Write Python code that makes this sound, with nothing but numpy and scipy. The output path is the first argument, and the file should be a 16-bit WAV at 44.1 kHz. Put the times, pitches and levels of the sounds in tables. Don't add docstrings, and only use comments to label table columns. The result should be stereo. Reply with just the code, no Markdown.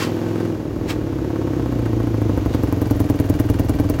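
import sys
import numpy as np
from scipy import signal
from scipy.fft import rfft, irfft
from scipy.io import wavfile

SR = 44100
rng = np.random.default_rng(int(sys.argv[2]) if len(sys.argv) > 2 else 0)


def persist_wave(psi):
    counts = np.round(np.clip(psi, -1, 1) * 32767).astype(np.int16)
    wavfile.write(sys.argv[1], SR, np.atleast_2d(counts).T)


N = 176400

# time_s, cycles_per_s
ENGINE_SPEED = [(0.0, 20.638), (0.435, 21.229), (0.745, 17.817), (0.82, 22.021), (0.89, 19.996),
                (1.185, 16.175), (1.315, 18.177), (1.51, 16.559), (1.895, 14.033), (2.035, 14.464),
                (2.445, 11.634), (2.85, 10.71), (2.95, 10.882), (3.105, 10.021), (3.46, 10.005),
                (3.585, 10.455), (3.735, 9.566), (4.0, 10.364)]
# place_cycles, level_db, scatter_cycles, scatter_db
FIRING_PATTERN = [(0, 0, .001, .5), (.26, -21, .012, 1.5), (.5, -11.5, .014, 1.2), (.61, -15, .015, 2),
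                  (.87, -20, .015, 2)]
# time_s, relative_db, weak_lift_db, deep_bass_db, idle_share
EXHAUST_MOVES = [(0, -5, 7.5, -16, 0.21), (.48, -5, 9, -17, 0.16), (.58, -10.5, 10, -3, 0.37),
                 (.8, -7.5, 6.5, 1.5, 0.49), (1.1, -7, 9.5, 0, 0.32), (1.4, -3, 7.5, -6, .15),
                 (1.9, -3, 8, 0, 0.45), (2.45, 0.5, 3.5, 2.5, 0.47), (3, 1, 1.5, 5.5, 1),
                 (4, 0, 3.5, 9, 0.97)]
# pitch_hz, gain_db
LOAD_TONE = [(25, -2.5), (62, 43), (82, 24), (107, 35), (140, 18.5), (205, 35.5), (250, 35.5), (290, 24),
             (340, 30), (390, 36), (430, 23), (515, 21.5), (620, 9.5), (1000, 11), (1500, 7.5),
             (2500, -7.5), (8000, -45)]
IDLE_TONE = [(24, 23), (38, 19.5), (60, 15.5), (82, 27), (106, 39), (140, 30), (195, 34), (245, 29.5),
             (282, 36), (340, 31.5), (410, 25), (490, 17.5), (575, 24.5), (700, 11), (1000, 10.5),
             (1400, -4), (2500, -7.5), (8000, -18)]
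WEAK_TONE = [(50, -2.5), (105, 2), (165, 7), (260, -0.5), (335, 5), (420, 2.5), (510, 0), (700, -6.5),
             (2000, -15.5)]
# pitch_hz, gain_db
RUMBLE_TONE = [(20, -35), (42, -3), (60, 0), (95, -5), (165, 1), (215, -5), (280, -8), (370, -2), (450, -9),
               (620, -11), (900, -26), (3000, -50)]
VALVE_TONE = [(300, -36), (700, 8.5), (1100, 5), (1550, 1.5), (2100, -5.5), (2800, -8), (3600, -7),
              (6500, -7.5), (9000, -12), (16000, -21)]
PUFF_TONE = [(800, -9), (2500, -26), (6000, 0), (8800, -6), (11500, 1), (15500, 0)]
WHIRR_TONE = [(300, 17.5), (700, 9.5), (1500, -2), (3000, -6), (4600, -9.5), (6700, -9), (8800, -24.5),
              (12000, -19.5), (16000, -22.5)]
SCRAPE_TONE = [(300, -14), (900, -2), (1600, 0), (3000, -2), (4700, -3), (7500, -8), (9500, -17),
               (16000, -19)]
# time_s, level_db
LOT_SEND = [(0, -10), (1.5, -12), (3, -19)]
# place_cycles, attack_s, decay_s, relative_db
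VALVE_TAPS = [(.87, .003, .011, 0), (.985, .001, .012, -3), (.37, .003, .012, -.5), (.6, .004, .012, -9)]
GAS_PUFFS = [(.978, .001, .0035, 0), (.03, .002, .009, -10), (.5, .005, .016, -17)]
# time_s, valve_db, puff_db, whirr_db
FADERS = [(0, -52, -47, -31.5), (.45, -44.5, -96, -34.5), (.6, -53, -77, -38.5), (1.1, -51, -75, -36.5),
          (1.5, -50, -62, -35), (2.1, -48.5, -56, -35), (2.5, -45, -49, -33.5), (3, -40.5, -38.5, -34.5),
          (4, -39.5, -40, -35)]
# pitch_hz, width_hz, relative_db
HEAD_MODES = [(1130, 50, -14), (1560, 50, -10), (1880, 60, -11), (2330, 60, -14), (2820, 70, -13),
              (4600, 120, -16)]
METAL_MODES = [(1070, 18, -2), (1430, 40, -9), (1960, 50, -7), (2350, 40, -11), (2735, 35, -11),
               (3090, 60, -7.5), (4620, 150, -8)]
# peak_s, rise_s, fall_s, level_db, ring_db, pitch_ratio
SCRAPE_CUES = [(.036, 0.26, 0.028, -25, -0.5, 0.99), (0.903, 0.013, 0.018, -23, -7.5, .84)]
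# peak_s, rise_s, fall_s, level_db, centre_hz
SCUFF_CUES = [(2.385, 0.048, 0.031, -47, 2240), (2.54, 0.019, 0.024, -37.5, 3570)]
# peak_s, level_db
SPIT_CUES = [(2.633, -34), (2.815, -32), (2.908, -28), (3.0, -30), (3.297, -26), (3.397, -29), (3.897, -27)]

FIRST_FIRING_CYCLES, SLACK_POWER = .492, .7
EXHAUST_DB, DEEP_BASS_HZ = -19.5, 88
ROUND_TRIP_MS = (4.8, 5.35)
FIRST_ECHO_GAIN, NEXT_ECHO_RATIO, PIPE_CUTOFF_HZ = .9, .28, 2500
RUMBLE_DB, RUMBLE_DECAY_S = (-34, -26.5), .06
BURST_SCATTER_DB, BURST_SCATTER_CYCLES = 1.8, .004
PORT_LAG_S, DIFFUSE_SHARE, DIFFUSE_ABOVE_HZ = .000075, .6, 2000


def undb(db):
    return 10 ** (np.asarray(db) / 20)


def unit(x):
    return x / np.sqrt(np.mean(x ** 2))


def curve(table, column, t):
    rows = np.array(table)
    return np.interp(t, rows[:, 0], rows.T[column])


def convolve(x, response):
    return signal.fftconvolve(np.atleast_2d(x), np.atleast_2d(response), axes=-1)[:, :N]


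def colour(x, tone, size=8192):
    hz, db = np.array(tone).T
    f = np.maximum(np.fft.rfftfreq(size, 1 / SR), 1)
    cepstrum = irfft(np.log(undb(np.interp(np.log(f), np.log(hz), db))))
    cepstrum[1:size // 2] *= 2
    cepstrum[size // 2 + 1:] = 0
    return convolve(x, irfft(np.exp(rfft(cepstrum))))


def resonate(x, hz, width):
    return signal.lfilter(*signal.iirpeak(hz, hz / width, fs=SR), x)


def stereo(x):
    f = np.fft.rfftfreq(N, 1 / SR)
    return np.vstack([irfft(rfft(x) * np.exp(-2j * np.pi * f * PORT_LAG_S), N), x])


def noise():
    direct, mid, side = rng.standard_normal((3, N))
    side = signal.lfilter(*signal.butter(1, DIFFUSE_ABOVE_HZ, "high", fs=SR), side)
    diffuse = np.array([mid + side, mid - side])
    return np.sqrt(1 - DIFFUSE_SHARE) * stereo(direct) + np.sqrt(DIFFUSE_SHARE / 2) * diffuse


def grain(depth_db, size=44):
    return unit(undb(depth_db * np.repeat(rng.standard_normal(N // size + 1), size)[:N]))


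def swell(t, peak, rise, fall):
    return np.exp(-np.abs((t - peak) / np.where(t < peak, rise, fall)) ** 0.93)


def moments(cycles, t, place, scatter):
    marks = np.arange(-1, int(cycles[-1]) + 1) + place
    marks = marks + scatter * rng.standard_normal(len(marks))
    return np.interp(marks, cycles, t, left=-1, right=-1)


def firings(cycles, t, idle):
    starts, sizes = [], []
    for k, (place, db, scatter, scatter_db) in enumerate(FIRING_PATTERN):
        even, loose = moments(cycles, t, place, 0), moments(cycles, t, place, scatter)
        slack = np.interp(even, t, idle) ** SLACK_POWER
        at = even + slack * (loose - even)
        db = db + curve(EXHAUST_MOVES, 1, at) + (k > 0) * curve(EXHAUST_MOVES, 2, at)
        db += slack * scatter_db * rng.standard_normal(len(at))
        heard = np.minimum(even, loose) >= 0
        starts.append(at[heard])
        sizes.append(undb(db)[heard])
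    at = np.concatenate(starts)
    return at, np.concatenate(sizes), np.arange(len(at)) < len(starts[0])


def exhaust(cycles, t, idle):
    at, size, strong = firings(cycles, t, idle)
    trip_s = np.interp(np.interp(at, t, idle), (0, 1), ROUND_TRIP_MS) / 1000
    pipe = np.zeros(N)
    for bounce in reversed(range(4)):
        gain = (-1) ** bounce * FIRST_ECHO_GAIN * NEXT_ECHO_RATIO ** (bounce - 1) if bounce else 1
        pipe = signal.lfilter(*signal.butter(1, PIPE_CUTOFF_HZ, fs=SR), pipe)
        arrives = ((at + bounce * trip_s) * SR).astype(int)
        hard, soft = (np.bincount(arrives, gain * size * which, N)[:N] for which in (strong, ~strong))
        pipe = pipe + hard + colour(soft, WEAK_TONE)[0]
    return undb(EXHAUST_DB) * unit((1 - idle) * colour(pipe, LOAD_TONE) + idle * colour(pipe, IDLE_TONE))


def rumble(cycles, t, idle):
    age_s = cycles % 1 / curve(ENGINE_SPEED, 1, t)
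    gas = colour(rng.standard_normal(N) * np.exp(-age_s / RUMBLE_DECAY_S), RUMBLE_TONE)
    return undb(np.interp(idle, (0, 1), RUMBLE_DB)) * unit(gas)


def lot_reflections(pipe, t, decay_s=.04):
    tail = noise()[:, :SR // 2] * np.exp(-t[:SR // 2] / decay_s)
    return undb(curve(LOT_SEND, 1, t)) * convolve(pipe, tail / np.linalg.norm(tail[0]))


def bursts(cycles, t, pattern, tone):
    power, age = 0, t[:SR // 10]
    for place, attack, decay, db in pattern:
        at = moments(cycles, t, place, BURST_SCATTER_CYCLES)
        size = undb(db + BURST_SCATTER_DB * rng.standard_normal(len(at)))
        hits = np.bincount((at[at >= 0] * SR).astype(int), size[at >= 0] ** 2, N)[:N]
        shape = np.minimum(age / attack, 1) * np.exp(-np.maximum(age - attack, 0) / decay)
        power = power + convolve(hits, shape ** 2)
    return unit(colour(np.sqrt(np.abs(power)) * noise() * grain(depth_db=2.3), tone))


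def valves(cycles, t):
    taps = bursts(cycles, t, VALVE_TAPS, VALVE_TONE)
    heads = sum(undb(db) * unit(resonate(taps, hz, width)) for hz, width, db in HEAD_MODES)
    return undb(curve(FADERS, 1, t)) * (taps + heads)


def puffs(cycles, t):
    return undb(curve(FADERS, 2, t)) * bursts(cycles, t, GAS_PUFFS, PUFF_TONE)


def whirr(t, low_cut_hz=350):
    low_cut = signal.butter(2, low_cut_hz, "high", fs=SR, output="sos")
    return undb(curve(FADERS, 3, t)) * unit(signal.sosfilt(low_cut, colour(noise(), WHIRR_TONE)))


def metal_scrapes(t):
    grind = unit(colour(noise() * grain(depth_db=1.4), SCRAPE_TONE))
    scrapes = 0
    for at, rise, fall, level_db, ring_db, pitch in SCRAPE_CUES:
        ring = sum(undb(db) * unit(resonate(noise(), pitch * hz, width)) for hz, width, db in METAL_MODES)
        scrapes += undb(level_db) * swell(t, at, rise, fall) * (grind + undb(ring_db) * unit(ring))
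    return scrapes


def tyre_scuffs(t):
    scuffs = 0
    for at, rise, fall, db, hz in SCUFF_CUES:
        rubber = unit(resonate(noise() * grain(depth_db=2.8), hz, hz / 2))
        scuffs += undb(db) * swell(t, at, rise, fall) * rubber
    return scuffs


def spits(t, rise_s=.00097, fall_s=.0035):
    accents = sum(undb(db) * swell(t, at, rise_s, fall_s) for at, db in SPIT_CUES)
    return accents * unit(colour(noise(), PUFF_TONE))


def scene():
    t = np.arange(N) / SR
    cycles = np.cumsum(curve(ENGINE_SPEED, 1, t)) / SR - FIRST_FIRING_CYCLES
    idle = curve(EXHAUST_MOVES, 4, t)
    pipe = exhaust(cycles, t, idle) + rumble(cycles, t, idle)
    deep = signal.sosfiltfilt(signal.butter(6, DEEP_BASS_HZ, fs=SR, output="sos"), pipe)
    pipe += (undb(curve(EXHAUST_MOVES, 3, t)) - 1) * deep
    thump = stereo(pipe) + lot_reflections(pipe, t)
    machinery = valves(cycles, t) + puffs(cycles, t) + spits(t) + whirr(t)
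    return thump + machinery + metal_scrapes(t) + tyre_scuffs(t)


def record(dry):
    return signal.sosfilt(signal.ellip(10, .2, 80, 16000, fs=SR, output="sos"), dry)


dry = scene()
out = record(dry)
persist_wave(out)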